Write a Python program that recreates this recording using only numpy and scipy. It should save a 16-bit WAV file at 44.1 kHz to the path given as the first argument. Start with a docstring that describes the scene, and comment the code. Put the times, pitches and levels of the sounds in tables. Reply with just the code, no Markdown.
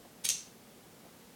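"""A lighter, flicked once in a small, quiet room.
The spark wheel rasps over the flint and slips free; the thumb snaps the gas lever onto its stop.
Both ring the metal head. Nearby walls and furniture echo, and the room rings briefly.
Underneath: a low murmur of air, faint hiss and two soft rustles of the hand."""
import sys
import numpy as np
from scipy import signal
from scipy.fft import rfft, irfft
from scipy.io import wavfile
from scipy.ndimage import uniform_filter1d

SR = 44100
rng = np.random.default_rng(int(sys.argv[2]) if len(sys.argv) > 2 else 0)


def transcribe(signal):
    """Save signal, clipped to [-1, 1], as a 16-bit WAV file at the path in sys.argv[1]."""
    frames = np.atleast_2d(signal).T
    limited = np.clip(frames, -1, 1)
    pcm = np.round(limited * 32767).astype(np.int16)
    wavfile.write(sys.argv[1], SR, pcm)


N = 59535


def amp(db):
    """Decibels to gain."""
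    return 10 ** (np.asarray(db) / 20)


def unit_rms(x):
    """Scale to rms 1."""
    return x / np.sqrt(np.mean(x ** 2) + 1e-20)


def unit_energy(x):
    """Scale to energy 1."""
    return x / np.sqrt(np.sum(x ** 2) + 1e-20)


def lookup(points, hz):
    """Interpolate a table over log frequency."""
    points_hz, values = np.transpose(points)
    return np.interp(np.log(hz + 1), np.log(points_hz + 1), values)


def add(mix, start_s, sound):
    """Mix a sound in at start_s."""
    part = mix[max(round(start_s * SR), 0):][:len(sound)]
    part += sound[:len(part)]


def through(x, response):
    """Convolve, cut to N samples."""
    return signal.fftconvolve(x, response)[:N]


def colour(spectrum, size=2048):
    """Minimum-phase impulse response: given spectrum, energy 1."""
    log_gain = np.log(amp(lookup(spectrum, abs(np.fft.fftfreq(size, 1 / SR)))))
    transfer = np.exp(np.conj(signal.hilbert(log_gain)))
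    return unit_energy(np.fft.ifft(transfer).real)


def burst(decay_s, size=512, passes=12):
    """Dying noise burst: near-flat spectrum, energy 1."""
    fade = np.exp(-np.arange(size) / SR / max(decay_s, 1 / SR))
    x = rng.standard_normal(size) * fade
    for _ in range(passes):  # flatten the spectrum, reimpose the fade
        bins = rfft(x)
        x = irfft(bins / (abs(bins) + 1e-12))
        x = x * fade / np.sqrt(abs(uniform_filter1d(x ** 2, size=24)) + 1e-12)
    return unit_energy(x)


def noise(spectrum):
    """Steady noise: given spectrum, rms 1."""
    gain = amp(lookup(spectrum, np.fft.rfftfreq(N, 1 / SR)))
    return unit_rms(irfft(rfft(rng.standard_normal(N)) * gain, N))


def room_air(murmur_db=-58, hiss_db=-61.5):
    """Steady low murmur of air, plus faint hiss."""
    # Noise spectra. Each row: frequency in Hz, relative density in dB.
    murmur = [(12, -43), (20, -20), (80, -9), (107, -4.5), (135, -6.5), (163, -1), (259, 0), (297, -6),
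              (454, -5), (680, -10.5), (734, -9), (1020, -14), (2000, -18), (2600, -51), (4400, -120)]
    hiss = [(1180, -28), (2000, -7), (2110, -0.5), (2390, -2.5), (2620, -2.5), (4040, -3.5), (16400, -7.5),
            (17200, -14)]
    return amp(murmur_db) * noise(murmur) + amp(hiss_db) * noise(hiss)


def hand_rustles():
    """The hand rustles: two soft swells of dull noise."""
    # Swells. Each row: centre in seconds, 1/e half-width in seconds, peak level in dB.
    swells = [(0.055, 0.011, -56.5), (1.063, 0.027, -57.5)]
    # Rustle spectrum. Each row: frequency in Hz, relative density in dB.
    spectrum = [(60, -20), (350, -0.5), (750, -3), (1300, -15), (2500, -22), (8000, -42)]
    t = np.arange(N) / SR
    envelope = sum(amp(db) * np.exp(-((t - at_s) / half_s) ** 2) for at_s, half_s, db in swells)
    return envelope * noise(spectrum)


def spark_wheel(teeth_per_s=1300, tooth_spread_db=2.5, scrape_db=-31, ring_db=-12):
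    """Teeth tick unevenly over the flint, grit between them; two chips crack off."""
    # Wheel-on-flint spectrum. Each row: frequency in Hz, relative density in dB.
    spectrum = [(100, -17.5), (900, -22), (1900, -15), (2750, -3.5), (3400, -6.5), (4300, -6), (5700, -3.5),
                (7500, -11), (8900, 0), (10000, -3), (11500, -6.5), (13500, -22.5), (16000, -16),
                (17000, -36)]
    # Flint chips. Each row: start in seconds, relative level in dB, decay in seconds.
    chips = [(0.2538, -9.5, .0010), (.2548, -14, 0.00047)]
    touch_s, full_speed_s, release_s = 0.2384, 0.25, 0.253
    touch_db, coast_db_per_s = -20, -1300
    t = np.arange(N) / SR
    wobble = unit_rms(uniform_filter1d(rng.standard_normal(N), size=40))
    teeth_passed = np.cumsum(teeth_per_s * (1 + 0.25 * wobble)) / SR
    ticks = np.diff(np.floor(teeth_passed), prepend=0)
    ticks *= amp(tooth_spread_db * rng.standard_normal(N)) * rng.choice([-1, 1], N)
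    grit = rng.standard_normal(N)
    stroke_db = np.interp(t, [touch_s, full_speed_s], [touch_db, 0])
    stroke_db += coast_db_per_s * np.maximum(t - release_s, 0)
    force = unit_rms(unit_rms(ticks) + grit) * amp(scrape_db + stroke_db) * (t > touch_s)
    for start_s, db, decay_s in chips:
        add(force, start_s, amp(db) * burst(decay_s))
    return through(force, colour(spectrum)) + amp(ring_db) * through(force, metal_head())


def metal_head():
    """Tap response of the lighter's head: damped modes."""
    # Modes. Each row: frequency in Hz, relative level in dB, T60 in seconds.
    modes = [(2590, -12.5, 0.015), (2820, -16, 0.015), (5960, -5, .010), (6136, 4, 0.012),
             (6390, -1.5, .011), (7350, -13, 0.014), (13800, -15, .008)]
    t = np.arange(SR // 20) / SR
    ring = sum(amp(db - 60 * t / t60_s) * np.cos(2 * np.pi * hz * t) for hz, db, t60_s in modes)
    return unit_energy(ring)


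def gas_lever(crack_db=-3, ring_db=-5.5):
    """The lever slides, cracks onto its stop, bounces once and rings the head."""
    # Slide, hit, bounce. Each row: start in seconds, relative level in dB, decay in seconds.
    contacts = [(0.2881, -15, 0.0024), (.2897, -2, .0009), (0.2918, -11, 0.00092)]
    # Crack spectrum. Each row: frequency in Hz, relative density in dB.
    spectrum = [(100, -24), (1100, -31.5), (1900, -20), (2600, -3.5), (3200, -8.5), (3900, -2),
                (5000, -8.5), (6050, -0.5), (7000, -3.5), (7600, -2.5), (9300, -3), (11500, -8),
                (13000, -13.5), (14000, -3.5), (15000, -21), (17000, -42)]
    force = np.zeros(N)
    for start_s, db, decay_s in contacts:
        add(force, start_s, amp(db) * burst(decay_s))
    crack = amp(crack_db) * through(force, colour(spectrum))
    return crack + amp(ring_db) * through(force, metal_head())


def early_echoes(scatter_s=0.0004):
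    """Early response: each nearby surface returns a slightly scattered copy."""
    # Wall and furniture echoes. Each row: delay in seconds, relative level in dB.
    echoes = [(.0077, -1), (.0085, -10.5), (0.0124, -1.5), (.0130, -3.5), (.0147, -3), (0.0164, -3.5),
              (0.0194, -9.5), (.029, -11.5)]
    response = np.zeros(SR // 10)
    for delay_s, db in echoes:
        add(response, delay_s, amp(db) * burst(scatter_s))
    return response


def room_tail(delay_s=0.0027, build_s=0.0057):
    """Late response: dense reflections build up, each band dies at its own rate."""
    # Room decay. Each row: frequency in Hz, T60 in seconds.
    decay_times = [(200, 0.35), (1300, 0.47), (2700, 0.34), (4500, 0.39), (6100, 0.35), (7200, .34),
                   (9500, 0.36), (14000, 0.23)]
    hz, frame_s, bins = signal.stft(rng.standard_normal(SR), SR, nperseg=256)
    decay = amp(-60 * frame_s / lookup(decay_times, hz)[:, None])
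    _, tail = signal.istft(bins * decay, SR, nperseg=256)
    t = np.arange(len(tail)) / SR
    return unit_energy(tail * np.clip((t - delay_s) / build_s, 0, 1))


def scene():
    """Rasp and snap, direct and reflected, over air and rustles. Mono."""
    # Surface reflection spectrum. Each row: frequency in Hz, relative gain in dB.
    surfaces = [(100, -0.5), (2500, -0.5), (6500, 1), (9000, -3.5), (11500, -7), (16000, -4)]
    rasp_echo_db, snap_echo_db = -12, -6.5
    rasp_tail_db, snap_tail_db = -5.5, -1.57
    rasp, snap = spark_wheel(), gas_lever()
    early = through(amp(rasp_echo_db) * rasp + amp(snap_echo_db) * snap, early_echoes())
    late = through(amp(rasp_tail_db) * rasp + amp(snap_tail_db) * snap, room_tail())
    reflected = through(early + late, colour(surfaces))
    return (rasp + snap + reflected + room_air() + hand_rustles())[None]


def record(dry):
    """Steep linear-phase low-pass."""
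    cutoff_hz = 17250
    lowpass = signal.firwin(511, cutoff_hz, window=("kaiser", 9), fs=SR)
    return signal.oaconvolve(dry, lowpass[None], "same")


dry = scene()
out = record(dry)
transcribe(out)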